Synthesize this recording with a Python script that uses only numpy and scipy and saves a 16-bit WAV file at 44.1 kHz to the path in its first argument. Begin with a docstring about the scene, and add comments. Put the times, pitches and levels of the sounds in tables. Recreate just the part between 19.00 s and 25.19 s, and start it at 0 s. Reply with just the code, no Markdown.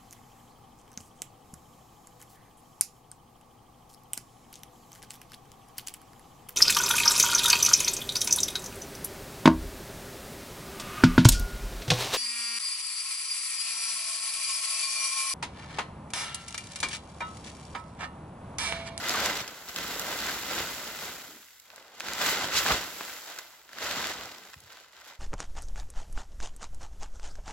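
"""Pulling a tarp off a snowed-in vehicle.

A stiff woven plastic sheet is tugged off in three pulls, a few metres away in an almost echoless yard.
Creases buckle in swarms of tiny clicks, the sheet scrapes and flutters, folds whip and snap, and snow
hisses down and drops in soft clumps. Two close microphone ports hear each click at its own angle."""
import sys
import numpy as np
from scipy import signal
from scipy.io import wavfile
from scipy.ndimage import uniform_filter1d

SR = 44100
rng = np.random.default_rng(int(sys.argv[2]) if len(sys.argv) > 2 else 0)


def generate_wav(signal):
    """Clip the signal to [-1, 1] and save it as 16-bit WAV at the path in sys.argv[1]."""
    frames = np.transpose(np.atleast_2d(signal))
    scaled = np.clip(frames, -1, 1) * 32767
    pcm = np.round(scaled).astype(np.int16)
    wavfile.write(sys.argv[1], SR, pcm)


N = 272967
TIME = np.arange(N) / SR


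def amp(db):
    """Amplitude grows tenfold for every 20 dB."""
    return 10 ** (np.asarray(db) / 20)


def unit(x):
    """Normalisation to an rms of 1."""
    return x / np.sqrt(np.mean(x ** 2) + 1e-20)


def spectrum_db(points, hz):
    """Interpolation of a spectrum on a logarithmic frequency axis."""
    f, db = np.transpose(points)
    return np.interp(np.log(hz + 1), np.log(f + 1), db)


def add(mix, start, sound):
    """Superposition: a stereo sound joins the mix at a start time in seconds."""
    part = mix[:, max(round(start * SR), 0):][:, :sound.shape[1]]
    part += sound[:, :part.shape[1]]


def colour(x, curve, size=4096):
    """Minimum-phase filtering by curve(Hz), in dB: being causal, it leaves clicks a sharp front."""
    log_gain = np.log(amp(curve(abs(np.fft.fftfreq(size, 1 / SR)))))
    response = np.exp(np.conj(signal.hilbert(log_gain)))
    taps = np.fft.ifft(response).real[:size // 2]
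    return signal.oaconvolve(x, taps[None], axes=1)[:, :x.shape[1]]


def resonate(x, hz, q):
    """A damped resonator passes one broad band."""
    return signal.lfilter(*signal.iirpeak(min(hz, SR / 3), max(q, 3 * hz / SR), fs=SR), x)


def clicks(per_s, spread_db, lag, scatter):
    """Shot noise with path differences: impulses reach the right port lag +/- scatter samples late."""
    total = per_s * N // SR
    left_at = rng.integers(0, N, total)
    left = amp(spread_db * np.minimum(rng.exponential(1, total), 5)) * rng.choice([-1, 1], total)
    delay = np.round(lag + scatter * rng.standard_normal(total)).astype(int)
    right_at = np.clip(left_at + delay, 0, N - 1)
    right = left * amp(0.22 * rng.standard_normal(total))
    return np.array([np.bincount(left_at, left, N), np.bincount(right_at, right, N)])


def unevenness(depth_db, length_s, hop=64):
    """Random amplitude modulation: a gain that wanders as the sheet catches and slips."""
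    steps = TIME[::hop]
    window = signal.windows.hann(int(2 * length_s * SR / hop) + 3)
    wander = unit(np.convolve(rng.standard_normal(len(steps)), window, "same"))
    return np.interp(TIME, steps, amp(depth_db * wander))


def driven(x, level_db, size=2000):
    """Envelope shaping: a texture takes on a slow level and keeps its fine grain."""
    power = uniform_filter1d(uniform_filter1d((x ** 2).mean(0), size), size // 2)
    return x / np.sqrt(abs(power) + 1e-12) * amp(level_db)


def scattered(x, t60, wet_db, size=2200):
    """Early reflections from sheet, vehicle and woodpile; long waves reach both ports alike."""
    t = np.arange(size) / SR
    taps = rng.standard_normal((2, size)) * (rng.random((2, size)) < .2) * amp(-60 * t / t60)
    taps[1] += signal.lfilter(*signal.butter(1, 2600, fs=SR), taps[0] - taps[1])
    echoes = signal.oaconvolve(x, taps / np.linalg.norm(taps[0]), axes=1)[:, :x.shape[1]]
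    return x + amp(wet_db) * echoes


def crack(hz, t60, size=1200):
    """Impulse response of the sheet, peak 1: a sharp push and a damped shiver around one pitch."""
    shiver = 0.17 * rng.standard_normal((2, size)) * amp(-60 * np.arange(size) / SR / t60)
    push = signal.unit_impulse(size) + shiver[0] + .5 * np.array([shiver[1], -shiver[1]])
    push = resonate(push, hz, q=0.36)
    sound = resonate(push, hz, q=0.9) + 0.37 * push
    sound[1] = np.roll(sound[1], rng.integers(0, 4))
    return sound / abs(sound).max()


def stroke(start, rise, hold, release):
    """Exponential growth and decay of power: up 20 dB per rise until start, down 20 dB per release."""
    before = np.maximum(start - TIME, 0) / rise
    after = np.maximum(TIME - start - hold, 0) / release
    return amp(-20 * (before + after)) ** 2


# Spectrum of the yard's hush. Each row: frequency in Hz, relative level in dB.
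AIR_SPECTRUM = [(20, -6), (40, -2), (65, 6), (200, -3), (1000, 3), (4000, -33), (16000, -20)]
def still_air():
    """Partly coherent noise: the two ports share some of the yard's faint hush."""
    hush = rng.standard_normal(N) + 1.2 * rng.standard_normal((2, N))
    return amp(-72) * unit(colour(hush, lambda f: spectrum_db(AIR_SPECTRUM, f)))


# Blows of snow clumps, trapped air and a boot.
# Each row: start in seconds, level in dB, pitch in Hz, time to decay by 60 dB in seconds.
SOFT_BLOWS = [(0.409, -51, 110, .08), (.772, -56, 90, .1), (1.555, -46, 278, .18), (2.28, -56.5, 290, 0.33),
              (2.347, -59, 270, 0.17), (3.061, -59, 169, 0.096), (3.537, -45.5, 75, .12),
              (3.69, -35, 191, 0.11), (3.706, -34.5, 60, .09), (4.966, -46, 210, 0.18),
              (5.561, -53, 94, 0.093), (5.619, -62, 110, .25)]
def thuds(size=16000):
    """Soft, heavily damped impacts give low puffs with no ring, the same at both ports."""
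    out, t = np.zeros((2, N)), np.arange(size) / SR
    for start, db, hz, t60 in SOFT_BLOWS:
        swell = (1 - np.exp(-t / 0.005)) * amp(-60 * t / t60)
        noise = rng.standard_normal(2 * size)
        puff = resonate(resonate(noise, hz, q=1.6), hz, q=1.6)[size:] * swell
        strength = amp(db) * np.linalg.norm(swell / swell.max()) / np.linalg.norm(puff)
        add(out, start, strength * np.array([puff, puff]))
    return out


# Spectrum of the drumming sheet. Each row: frequency in Hz, relative level in dB.
FLUTTER_SPECTRUM = [(20, 0), (38, -7), (58, 2), (72, -2), (90, -0.5), (135, -3.5), (185, 3.5), (300, 3),
                    (450, 2.5), (1000, -29.5), (16000, -70)]
def flutter(level_db):
    """Membrane radiation: tumbling snow drums the sheet; only hard bending moves air for deep bass."""
    bumps = clicks(per_s=2500, spread_db=3.5, lag=0.48, scatter=2.5)
    bumps *= unevenness(depth_db=1.2, length_s=0.02)
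    drum = driven(colour(bumps, lambda f: spectrum_db(FLUTTER_SPECTRUM, f)), level_db + .2)
    bass = signal.sosfiltfilt(signal.butter(2, 140, fs=SR, output="sos"), drum)
    bass_db = np.clip(0.52 * (level_db + 58), -5, 1.5)
    return drum + bass * (amp(bass_db) - 1)


# Slides down the sheet. Each row: time of full flow, rise, hold and release in seconds, level in dB.
SNOW_SLIDES = [(.95, .8, 0.78, 0.78, -39), (2.015, 0.38, 0.027, 0.72, -41), (3.263, 0.13, 0.056, .05, -30),
               (3.57, .03, 0.1, .13, -34), (3.83, .23, .3, 0.66, -42), (5.3, .3, 0.22, 0.41, -56)]
def snow_flow(crinkle_db, dust_db=-6.5):
    """Incoherent sources add in power: the level in dB of slides plus dust shaken off by crinkling."""
    slides = sum(amp(db) ** 2 * stroke(*timing) for *timing, db in SNOW_SLIDES)
    return 10 * np.log10(slides + amp(crinkle_db + dust_db) ** 2)


# Spectrum of sliding snow. 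Each row: frequency in Hz, relative level in dB.
SNOW_SPECTRUM = [(200, -41), (1500, -2.5), (4000, 0), (7500, 1), (11000, -1), (16000, 1.5)]
def sliding_snow(level_db):
    """Granular flow: impacts of ice grains on plastic merge into a hiss, and larger crumbs tick."""
    grains = clicks(per_s=16000, spread_db=3, lag=0.43, scatter=2.8)
    grains *= unevenness(depth_db=0.9, length_s=0.0084)
    ticks = amp(13) * resonate(clicks(per_s=70, spread_db=2.5, lag=0.78, scatter=1.9), 6600, q=1)
    patter = grains + scattered(ticks, t60=0.042, wet_db=-3)
    return driven(colour(patter, lambda f: spectrum_db(SNOW_SPECTRUM, f)), level_db - .3)


def crumbs(snow_db, count=110, follow=0.68):
    """Impact excitation: stray crumbs tick on taut plastic, fading more slowly than the slides."""
    out = np.zeros((2, N))
    for when, pitch, force in rng.random((count, 3)):
        db = follow * snow_db[int(when * N)] - 22 - 11 * (1 - force ** 2)
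        add(out, when * N / SR, amp(db) * crack(5000 * 2 ** pitch, t60=0.013))
    return out


# Tugs and shifts of the sheet. Each row: time of full strength, rise, hold and release in seconds,
# crinkling level in dB, then scraping and flutter in dB relative to the crinkling.
SHEET_TUGS = [(.095, 0.45, 0.32, .06, -35, -10, -14), (.22, 0.32, 0.062, 0.14, -31, -6.5, -14.5),
              (.683, 0.028, 0.013, 0.041, -43.5, -8.5, -12), (0.764, 0.011, 0.15, 0.16, -38, -12, -11),
              (1.085, 0.51, 0.057, 0.07, -39, -3.5, -13), (1.25, 0.58, 0.072, 0.86, -35, -10.5, -12.5),
              (1.51, .05, 0.026, 0.48, -35, -7.5, -12), (1.8, 0.27, 0.081, 0.18, -45, -6.5, -14.5),
              (2.02, 0.17, 0.081, 0.32, -43, -7, -12), (2.73, .08, 0.057, 0.69, -54.5, -2.5, -18),
              (3.076, 0.12, 0.024, 0.17, -37, -7, -13.5), (3.216, 0.098, 0.099, 0.32, -29, -10, -17),
              (3.434, 0.15, .01, 0.15, -34, -4.5, -11), (3.54, 0.069, 0.073, 0.18, -29.5, -13.5, -18.5),
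              (3.675, 0.079, 0.034, 0.22, -27.5, -9, -14), (3.985, 0.24, .19, 0.11, -45, -8.5, -19.5),
              (4.28, 0.17, 0.025, 0.42, -46, -7.5, -29), (4.831, 0.11, 0.27, .1, -35, -8.5, -17),
              (5.16, 0.27, 0.072, 0.37, -43.5, -7, -12), (5.704, 0.088, .02, 0.46, -51.5, -9, -24),
              (5.955, .04, .068, .17, -57.5, -9, -30), (6.085, 0.092, 0.026, .1, -51.5, -7.5, -24)]
# The sheet slackens as the grip changes. Each row: centre and half length in seconds,
# change of the crinkling in dB, change of the scraping and flutter in dB.
SLACK_SPELLS = [(.64, 0.027, -3, -1.5), (2.552, 0.1, -0.5, -14), (4.65, 0.042, -2.5, 0),
                (5.544, 0.037, -2, -7)]
def tug_levels(settle_db=-10.5, settle_s=0.45, dull_lift_db=3):
    """Common excitation: tugs set the dB levels of crinkling, scraping and flutter, which then settle."""
    power = np.full((3, N), 1e-12)
    tail = amp(settle_db + np.array([[0], [dull_lift_db], [dull_lift_db]])) ** 2
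    for start, rise, hold, release, db, scrape_db, flutter_db in SHEET_TUGS:
        shape = np.maximum(stroke(start, rise, hold, release), tail * stroke(start, rise, hold, settle_s))
        power += amp(db + np.array([[0], [scrape_db], [flutter_db]])) ** 2 * shape
    level_db = 10 * np.log10(power * unevenness(depth_db=0.9, length_s=.05) ** 2)
    for centre, half, crinkle_change, dull_change in SLACK_SPELLS:
        slack = np.exp(-((TIME - centre) / half) ** 4)
        level_db += np.array([[crinkle_change], [dull_change], [dull_change]]) * slack
    return level_db


# Spectrum of the dragging sheet. Each row: frequency in Hz, relative level in dB.
SCRAPE_SPECTRUM = [(40, -23), (150, -26.5), (300, -7.5), (420, -4), (550, 1.4), (800, 1), (1100, -3),
                   (1600, -6), (3000, -34), (16000, -40)]
def scrape(level_db):
    """Stick-slip friction: the sheet drags over bodywork and coat in many small, dull slips."""
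    slips = clicks(per_s=4000, spread_db=2, lag=1.6, scatter=3)
    slips *= unevenness(depth_db=3.5, length_s=0.012)
    return driven(colour(slips, lambda f: spectrum_db(SCRAPE_SPECTRUM, f)), level_db + 0.62)


# Folds that whip or collapse. Each row: centre in seconds, level in dB,
# half length (Gaussian standard deviation) in seconds, pitch in Hz.
FOLD_COLLAPSES = [(0.108, -29.5, 0.004, 3560), (0.149, -29.5, 0.0051, 1100), (0.255, -32, 0.011, 4000),
                  (0.373, -32.5, .003, 4760), (0.406, -35.5, .004, 3500), (1.296, -37.5, .018, 1600),
                  (3.577, -23, 0.017, 4100), (3.664, -26.5, .003, 1290), (3.709, -25, .0055, 1290),
                  (3.719, -27.5, .008, 1560), (4.391, -41, 0.0046, 1510), (6.124, -51.5, 0.0051, 895)]
def folds():
    """Collective buckling: a whole fold gives way in a short swell of dense crackle."""
    out = np.zeros((2, N))
    crackle = scattered(clicks(per_s=9000, spread_db=1.5, lag=1.8, scatter=2.5), t60=0.0077, wet_db=-13)
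    for centre, db, half, hz in FOLD_COLLAPSES:
        t = np.arange(-3 * half, 3 * half, 1 / SR)
        offset = rng.integers(N // 2)
        burst = crackle[:, offset:offset + len(t)]
        rush = unit(resonate(resonate(burst, hz, q=0.67), hz, q=0.67))
        add(out, centre - 3 * half, amp(db) * rush * np.exp(-.5 * (t / half) ** 2))
    return out


def crisp_ticks(level_db, count=380):
    """Isolated buckling: sparse creases of random pitch stand out of the rustle; few are strong."""
    out = np.zeros((2, N))
    for when, pitch, force in rng.random((count, 3)):
        db = 0.79 * level_db[int(when * N)] + 5.6 * force ** 2 + 2.5
        add(out, when * N / SR, amp(db) * crack(1600 * 4.2 ** pitch, t60=0.013))
    return out


# The loudest creases. Each row: start in seconds, relative peak in dB, pitch in Hz, ring time in seconds.
CREASE_SNAPS = [(.086, -18, 6000, .0055), (.0945, -11.5, 4500, .006), (.260, -13, 7000, 0.007),
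                (.478, -25, 4130, 0.034), (.6875, -25, 4150, 0.0055), (0.693, -24, 4960, 0.0093),
                (0.7615, -15.5, 4300, 0.0063), (.786, -19, 2000, .009), (0.9963, -14.5, 7400, .005),
                (1.189, -21, 4000, .006), (1.203, -22, 3500, .005), (1.296, -21.5, 2000, .007),
                (1.580, -20, 2050, .006), (2.0255, -26, 4500, .005), (2.052, -26, 5000, .006),
                (2.599, -33.5, 8050, .018), (2.7023, -38.5, 1746, 0.013), (2.761, -28, 8500, 0.0022),
                (2.78, -39, 1500, 0.015), (3.000, -21.5, 5500, 0.0059), (3.0054, -18, 2200, 0.011),
                (3.085, -16, 2500, 0.0085), (3.1345, -19, 4430, 0.012), (3.262, -13.5, 2210, .007),
                (3.662, -15, 4000, .005), (3.7206, -14, 2600, .006), (4.009, -23, 935, .009),
                (4.051, -26, 4000, 0.0065), (4.3875, -24, 6060, .016), (4.692, -34.5, 2000, .009),
                (4.732, -34.5, 1600, .009), (4.7855, -23, 2200, 0.0077), (5.1355, -28, 4500, .011),
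                (4.842, -23, 3800, .01), (4.9119, -14.5, 2800, .007), (5.043, -18.5, 2440, 0.0081),
                (5.0706, -19, 4000, .006), (5.3835, -34.5, 5000, .005), (5.534, -34, 2500, 0.025),
                (5.5411, -32, 1700, 0.016), (5.604, -35.5, 7050, 0.011)]
def snaps():
    """Snap-through: a crease flips to another stable shape, with a faint slap from things nearby."""
    out = np.zeros((2, N))
    for start, db, hz, t60 in CREASE_SNAPS:
        add(out, start, amp(db) * crack(hz, t60))
    return amp(3) * scattered(out, t60=.025, wet_db=-9)


# Colouring of the swarm of creases. Each row: frequency in Hz, relative gain in dB.
CRINKLE_COLOUR = [(40, -45), (200, -21), (500, -13), (900, -0.5), (1400, 2.5), (2600, -0.84), (4000, -0.7),
                  (7500, -8), (11000, -15), (16000, -27)]
def crinkle(level_db, sizes=4):
    """Crackling noise: creases of several sizes buckle in clusters, each ringing for a cycle or two."""
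    swarm = np.zeros((2, N))
    for hz in np.geomspace(1100, 8000, sizes):
        ticks = resonate(clicks(per_s=1900, spread_db=1, lag=2, scatter=2.5), hz, q=1)
        swarm += scattered(ticks, t60=.018, wet_db=-8)
    swarm *= unevenness(depth_db=1, length_s=0.0069)
    return driven(colour(swarm, lambda f: spectrum_db(CRINKLE_COLOUR, f)), level_db - .3)


def scene():
    """Superposition of tarp, snow and quiet yard, with the tarp slightly to the right."""
    crinkle_db, scrape_db, flutter_db = tug_levels()
    snow_db = snow_flow(crinkle_db)
    tarp = crinkle(crinkle_db) + crisp_ticks(crinkle_db) + scrape(scrape_db) + snaps() + folds()
    snow = sliding_snow(snow_db) + crumbs(snow_db)
    return tarp * amp([[-.45], [.45]]) + snow + flutter(flutter_db) + thuds() + still_air()


# The microphone's response, with a treble notch. Each row: frequency in Hz, gain in dB.
MIC_RESPONSE = [(20, 3.5), (2600, 0.35), (3300, 0.04), (5200, 0), (6500, -.5), (7500, 2.5), (8100, -3.5),
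                (8650, -12), (9600, -6), (11300, 0.5), (16000, -2.5)]
# Resonances of its housing. Each row: centre in Hz, width in Hz, gain in dB.
HOUSING_MODES = [(1534, 98, 6.2), (2035, 45, 6.7)]
def record(dry, low_hz=48, high_hz=16000):
    """Linear filtering: the microphone and its resonant housing colour the sound and limit its band."""
    def response_db(f):
        housing = sum(db / (1 + (2 * (f - hz) / width) ** 2) for hz, width, db in HOUSING_MODES)
        return spectrum_db(MIC_RESPONSE, f) + housing

    bass_cut = signal.butter(5, low_hz, "highpass", fs=SR, output="sos")
    treble_cut = signal.firwin(511, high_hz, window=("kaiser", 9), fs=SR)
    heard = signal.sosfilt(bass_cut, colour(dry, response_db))
    return signal.oaconvolve(heard, treble_cut[None], "same")


dry = scene()
out = record(dry)
generate_wav(out)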